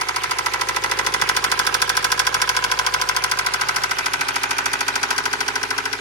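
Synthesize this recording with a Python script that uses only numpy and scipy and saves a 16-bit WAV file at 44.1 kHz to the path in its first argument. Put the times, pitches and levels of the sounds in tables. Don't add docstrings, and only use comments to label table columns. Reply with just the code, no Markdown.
import sys
import numpy as np
from scipy import signal
from scipy.fft import rfft, irfft, next_fast_len
from scipy.io import wavfile
from scipy.ndimage import uniform_filter1d

SR = 44100
rng = np.random.default_rng(int(sys.argv[2]) if len(sys.argv) > 2 else 0)


def volts(x):
    e = np.asarray(x, float) / 20
    return 10 ** e


def generate_wav(sig):
    pcm = np.round(np.clip(np.atleast_2d(sig).T, -1, 1) * 32767).astype(np.int16)
    wavfile.write(sys.argv[1], SR, pcm)


N = 264688

MIDDLE_DB = -10

# [left minus right, dB]
CAMERA = [(0, -13.5, 1), (.45, -11.5, 0), (.85, -11, 0.5), (1.35, -7.5, 0), (1.75, -7, -2), (2.2, -7, -0.5),
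          (2.7, -8, -0.5), (3.4, -9.5, -0.5), (3.75, -10, 2), (4.15, -11.5, 3), (4.65, -11.5, 0.5),
          (5.1, -10.5, 5), (5.5, -12, 1), (6, -17, 6)]


def knocking():
    t = np.arange(-SR // 8, N) / SR
    knock_s = t[1:][np.diff(np.floor(turns(t))) > 0]
    chance = rng.spawn(1)[0].standard_normal((len(knock_s), 3)).T
    near_db = column(CAMERA, index=1, times=knock_s) - MIDDLE_DB
    side_db = column(CAMERA, index=2, times=knock_s)
    scatter_db = 0.64 * chance[:2]
    pan_db = side_db + 1.05 * chance[2]
    return (crack(knock_s, near_db + scatter_db[0], pan_db)
            + ring(knock_s, near_db, scatter_db[1], pan_db)
            + thud(knock_s, near_db, side_db))


# pitch_hz [Hz], width_hz [Hz], left_leads [rad], left_minus_right_db [dB],
# then level_db [dB] heard from each camera spot
STEEL = [(3376, 60, 4.1, 21, -11, -6, -1.5, 0.5, -13, -15),
         (4675, 550, 0.78, 8, -3, -8.5, -5, -4, -6.5, -2.5),
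         (5555, 328, 0.21, 11.5, -27, -14, -10, -2, -7, -4.5),
         (6424, 160, 1.6, -26, -14.5, -11, -37, -20, -11, -12),
         (10020, 1040, 7.2, -37, -31, -42, -27, -48, -36, -29.5)]
# pitch_hz [Hz], level_db [dB per Hz]
CRACK = [(1200, -51), (2500, -2.5), (4000, -7.5), (5500, -2.5), (7800, -13.5), (10000, -8.5),
         (12200, -22.5), (14500, -15), (16400, -34)]


def crack(knock_s, level_db, pan_db):
    return blows(knock_s, level_db - 27.5, 0.98 * pan_db, 1, STEEL, CRACK,
                 lag=-0.0006304, rise=0.0011696, t60=0.047, tail_db=-23.5, tail_t60=0.21,
                 drift=2.43, fresh=0.17, between_db=0.5, struck_db=-2.5, widen=0.72,
                 snap_db=-6.0, uneven_db=1.5)


# pitch_hz [Hz], width_hz [Hz], left_leads [rad], left_minus_right_db [dB],
# then level_db [dB] heard from each camera spot
BLOCK = [(832, 97, 1.53, -2.5, -8, -9.5, -6, -6, -8.5, -7.5),
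         (944, 29, 0.33, 13.5, -7.5, -9, -37, -29, -10.5, -6.5),
         (1011, 50.4, 0.49, 4, 1, 1, 7.5, 9, -7.5, -4.5), (1323, 81, 2.16, -7, -1, -6.5, 5, 1, -5, -7.5),
         (1490, 85, 2.3, 2, -11, -3, 0, 4, -0.5, -1.5), (1607, 75, 1.3, -3.5, -6.5, -8, 5, 0, -20.5, -9),
         (1984, 125, 1.53, -7, -8.5, -5, -8, -11, -11.5, -10.5),
         (2170, 77, 1.4, -11, -8.5, -22, -5.5, -6.5, -31, -31),
         (2406, 156, 0.67, -3, -23, -49, -23, -41, -9.5, -15)]
# pitch_hz [Hz], level_db [dB per Hz]
RING = [(450, -59), (640, -3), (800, -2), (950, -5), (1500, 0.5), (2500, -2), (3500, -5), (5000, -13.5),
        (8000, -59)]


def ring(knock_s, near_db, scatter_db, pan_db):
    level_db = -23.5 + 0.58 * near_db + scatter_db
    return blows(knock_s, level_db, 0.38 * pan_db, 2, BLOCK, RING,
                 lag=0.0001, rise=0.001472, t60=0.027, tail_db=-6.5, tail_t60=0.25,
                 drift=1.2, fresh=0.06, between_db=-11, struck_db=12, widen=2.4,
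                 snap_db=-30, uneven_db=1.3)


# pitch_hz [Hz], width_hz [Hz], left_leads [rad], left_minus_right_db [dB],
# then level_db [dB] heard from each camera spot
PANELS = [(261, 167, 0.22, -0.5, -8, -3, -10, -12.5, -5, 15),
          (398, 74, 0.21, -6, -4, -6, -9, -9.5, -10, -17), (534.6, 26, 1.9, 2.5, 5, -9, -8, -6.5, 1, -4)]
# pitch_hz [Hz], level_db [dB per Hz]
THUD = [(40, -45), (75, -37), (140, -27), (210, -22.5), (400, -6.5), (560, -7.5), (640, -11), (1000, -38)]


def thud(knock_s, near_db, side_db):
    level_db = -41 + 0.93 * near_db - 0.3 * side_db
    return blows(knock_s, level_db, 0 * knock_s, 3, PANELS, THUD,
                 lag=0.0001, rise=0.003706, t60=0.13, tail_db=-23, tail_t60=0.18,
                 drift=0.43, fresh=0.04, between_db=-1, struck_db=0.5, widen=5.0,
                 snap_db=-30, uneven_db=2.5)


# delay_s [s after the knock], crack_db [dB], ring_db [dB], thud_db [dB]
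FIRINGS = [
    (0, 6.5, -9.5, -2.5),
    (.0035, -0.5, -3, 2),
    (.0075, -30, -11.5, -11.5),
    (0.0215, -12, -10.5, 0),
    (.040, -45, -25, 0.5),
    (0.0577, -10, -13, -25),
    (0.0635, -17, -19.5, -14),
]


def blows(knock_s, level_db, pan_db, force_column, modes, spectrum, lag, rise, t60, tail_db, tail_t60,
          drift, fresh, between_db, struck_db, widen, snap_db, uneven_db):
    size, early = 8192, 0.02
    count = len(knock_s)
    t, hz = np.arange(size) / SR - early, np.fft.rfftfreq(size, 1 / SR)
    power, strikes = np.zeros((count, 1, size)), []
    for row in FIRINGS:
        since = np.maximum(t - row[0] - lag, 0)
        dying = volts(-60 * since / t60)
        dying += volts(tail_db - 60 * since / tail_t60)
        dying += volts(snap_db - 60 * since / 0.024)
        swell = 1 - np.exp(-(since / rise) ** 2)
        force = volts(row[force_column] + rng.normal(0, uneven_db, (count, 1)))
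        power += (force[..., None] * swell * dying) ** 2
        grip = np.exp(2j * np.pi * rng.random((len(modes), 1)))
        delay = np.exp(-2j * np.pi * hz * (early + row[0] + lag + rise))
        strikes.append((force, grip * delay))
    shape = np.sqrt(power) * np.clip((0.15 - t) / 0.05, 0, 1)

    gains = heard(modes, knock_s).T * volts(rng.normal(0, 0.38 * uneven_db, (count, len(modes))))
    rattle = volts(between_db) + gains @ resonances(modes, hz)
    scattered = rfft(paths(knock_s, size, drift, fresh) * shape)
    z = ports(scattered, hz) * (rattle * volts(along(spectrum, hz)))[:, None]

    lead, lean_db = np.transpose(modes)[2:4, :, None]
    port = volts(lean_db / 2) * np.exp(0.5j * lead)
    rings = resonances(modes, hz) * resonances(modes, hz, widen)
    rings *= (1j * hz / (1j * hz + modes[0][0])) ** 2
    direct = volts(struck_db) * np.linalg.norm(shape) / np.sqrt(count) * gains
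    for force, strike in strikes:
        z += np.stack([force * direct @ (strike * rings * side) for side in (port, 1 / port)], axis=1)

    cycles = irfft(z, size)
    energy = np.sum(cycles ** 2, axis=(1, 2), keepdims=True)
    cycles /= np.sqrt(energy / (2 * 0.075 * SR))
    out = np.zeros((2, N + SR + size))
    for start_s, level, pan, cycle in zip(knock_s, level_db, pan_db, cycles):
        first = round((start_s + 1 - early) * SR)
        out[:, first:first + size] += volts(level + np.array([[pan], [-pan]]) / 2) * cycle
    return out[:, SR:SR + N]


def paths(times, size, drift, fresh):
    knots = rng.standard_normal((40, 2, size))
    place = np.clip((times + 1) * drift, 0, len(knots) - 2)
    k = place.astype(int)
    turn = (place % 1 * np.pi / 2)[:, None, None]
    kept = np.cos(turn) * knots[k] + np.sin(turn) * knots[k + 1]
    fresh = np.clip(fresh, 0, 1)
    return np.sqrt(1 - fresh) * kept + np.sqrt(fresh) * rng.standard_normal(kept.shape)


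def resonances(modes, hz, widen=1):
    centre, width = np.transpose(modes)[:2, :, None]
    damping = 1j * hz * width * widen
    return damping / (centre * centre - hz * hz + damping)


# multiple [of the cycle rate], left_minus_right_db [dB],
# then level_db [dB rms] at each camera spot
ORDERS = [(4, -1.5, -51.5, -47, -48.5, -46.5, -53, -53.5), (6, 1, -67, -63, -58, -65, -70, -75),
          (8, -1, -50.5, -48, -49, -49.5, -51, -52), (10, -1, -60, -57, -58, -58, -64, -63),
          (28, -3, -51, -51.5, -51, -53, -48, -51.5), (32, 17, -64, -47, -55, -75, -97, -79),
          (11, 3, -64, -55.5, -55, -55.5, -56, -80), (21, -7.5, -56, -65, -76, -72, -47.5, -46),
          (26, -13, -50, -46.5, -52, -57, -58, -61), (30, -3.5, -46, -42, -43, -44, -45.5, -43),
          (33, -3, -54, -54, -75, -72, -59, -44.5), (36, -10, -49, -46, -47, -45, -54.5, -63),
          (40, 12, -52.5, -42.5, -56, -46.5, -49, -78), (56, -9, -46, -49, -46, -44, -54, -63)]


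def exhaust():
    t = np.arange(N) / SR
    angle = 2 * np.pi * (turns(t) - 0.135)
    out = np.zeros((2, N))
    for (k, lean_db, *_), gain in zip(ORDERS, heard(ORDERS, t)):
        k = round(k)
        start = (k % 4 > 0) * 2 * np.pi * rng.random()
        start = start + rng.normal(0, k / 60, (2, 1))
        swell = 1 + (k > 12) * 0.54 * np.cos(angle)
        side = volts([[lean_db / 2], [-lean_db / 2]])
        out += np.sqrt(2) * gain * swell * side * np.cos(k * angle + start)
    return out


# pitch_hz [Hz], level_db [dB per Hz]
WHIRR = [(60, -19), (110, -7), (200, -8.5), (300, -16), (620, -8.5), (850, 6), (2320, 3), (3250, -2.5),
         (5900, -8), (8000, -15), (11000, -17), (12200, -27), (14100, -21), (16300, -40)]


def whirr():
    z = signal.stft(rng.standard_normal((2, N + 4096)), nperseg=256)[2]
    patches = uniform_filter1d(rng.standard_normal(z.shape[1:]), 5, 0)
    patches = uniform_filter1d(patches, 6, 1)
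    pair = signal.istft(z * volts(3.15 * unit(patches)), nperseg=256)[1]
    m = next_fast_len(pair.shape[1])
    hz = np.fft.rfftfreq(m, 1 / SR)
    hiss = irfft(ports(rfft(pair, m), hz) * volts(along(WHIRR, hz)), m)[:, :N]
    near_db = column(CAMERA, index=1, times=np.arange(N) / SR) - MIDDLE_DB
    return unit(hiss) * volts(-30 + 0.3 * near_db)


# pitch_hz [Hz], likeness [0-1]
ALIKE = [(60, .97), (180, 0.33), (550, 0.11), (1650, 0.042), (5000, 0.029), (9000, 0.28), (15000, .05)]
# pitch_hz [Hz], left_minus_right_db [dB]
LEAN = [(60, 8), (130, -12), (290, 5.5), (640, -1.5), (1410, -4), (3100, -2), (6820, 2), (15000, -3)]


def ports(z, hz):
    turn = np.arccos(np.clip(along(ALIKE, hz), -1, 1)) / 2
    mid = z[..., 0, :] * np.cos(turn)
    side = z[..., 1, :] * np.sin(turn)
    lean = volts(along(LEAN, hz) / 2)
    return np.stack([(mid + side) * lean, (mid - side) / lean], axis=-2)


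SPOTS = [
    .3,
    1.001,
    1.799,
    2.799,
    4.2,
    5.3,
]


def heard(rows, times):
    return volts([np.interp(times, SPOTS, row[-len(SPOTS):]) for row in rows])


# time_s [s], speed_hz [engine cycles per s]
SPEED = [(0.0, 13.419), (0.6, 13.246), (1.2, 13.282), (1.8, 13.247), (2.4, 13.452), (3.0, 13.332),
         (3.6, 13.435), (4.2, 13.355), (4.8, 13.428), (5.4, 13.289), (6.0, 13.48)]


def turns(times):
    t = np.arange(-SR // 4, N + SR // 4) / SR
    done = np.cumsum(column(SPEED, index=1, times=t)) / SR
    first_turn = -0.145
    return np.interp(times, t, done - done[SR // 4] + first_turn)


def column(rows, index, times):
    return np.interp(times, *np.transpose(rows)[[0, index]])


def along(points, hz):
    f, v = np.transpose(points)
    return np.interp(np.log(hz + 1), np.log(f + 1), v)


def unit(x):
    return x / np.sqrt(np.mean(x ** 2) + 1e-20)


def scene():
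    return knocking() + exhaust() + whirr()


def top_cut(x):
    return signal.sosfilt(signal.butter(12, 16480, fs=SR, output="sos"), x)


# low_hz [Hz], high_hz [Hz], share [of the time, 0-1]
DROPPED = [(7700, 8150, .14), (11500, 11900, .42), (11900, 12900, .68), (12900, 13300, .3),
           (13300, 14900, .04), (14900, 15500, .5), (15500, 16500, .78)]


def record(dry):
    hz, _, z = signal.stft(dry, SR, nperseg=512)
    z[:, hz > 16450] = 0
    for low_hz, high_hz, share in DROPPED:
        band = (hz >= low_hz) & (hz < high_hz)
        level = uniform_filter1d(np.sum(abs(z[:, band]) ** 2, axis=(0, 1)), size=3)
        level /= uniform_filter1d(level, size=80) ** 0.8
        z[:, band] *= level > np.quantile(level, share)
    mix = signal.istft(z, SR, nperseg=512)[1][:, :N]
    return top_cut(mix)


dry = scene()
out = record(dry)
generate_wav(out)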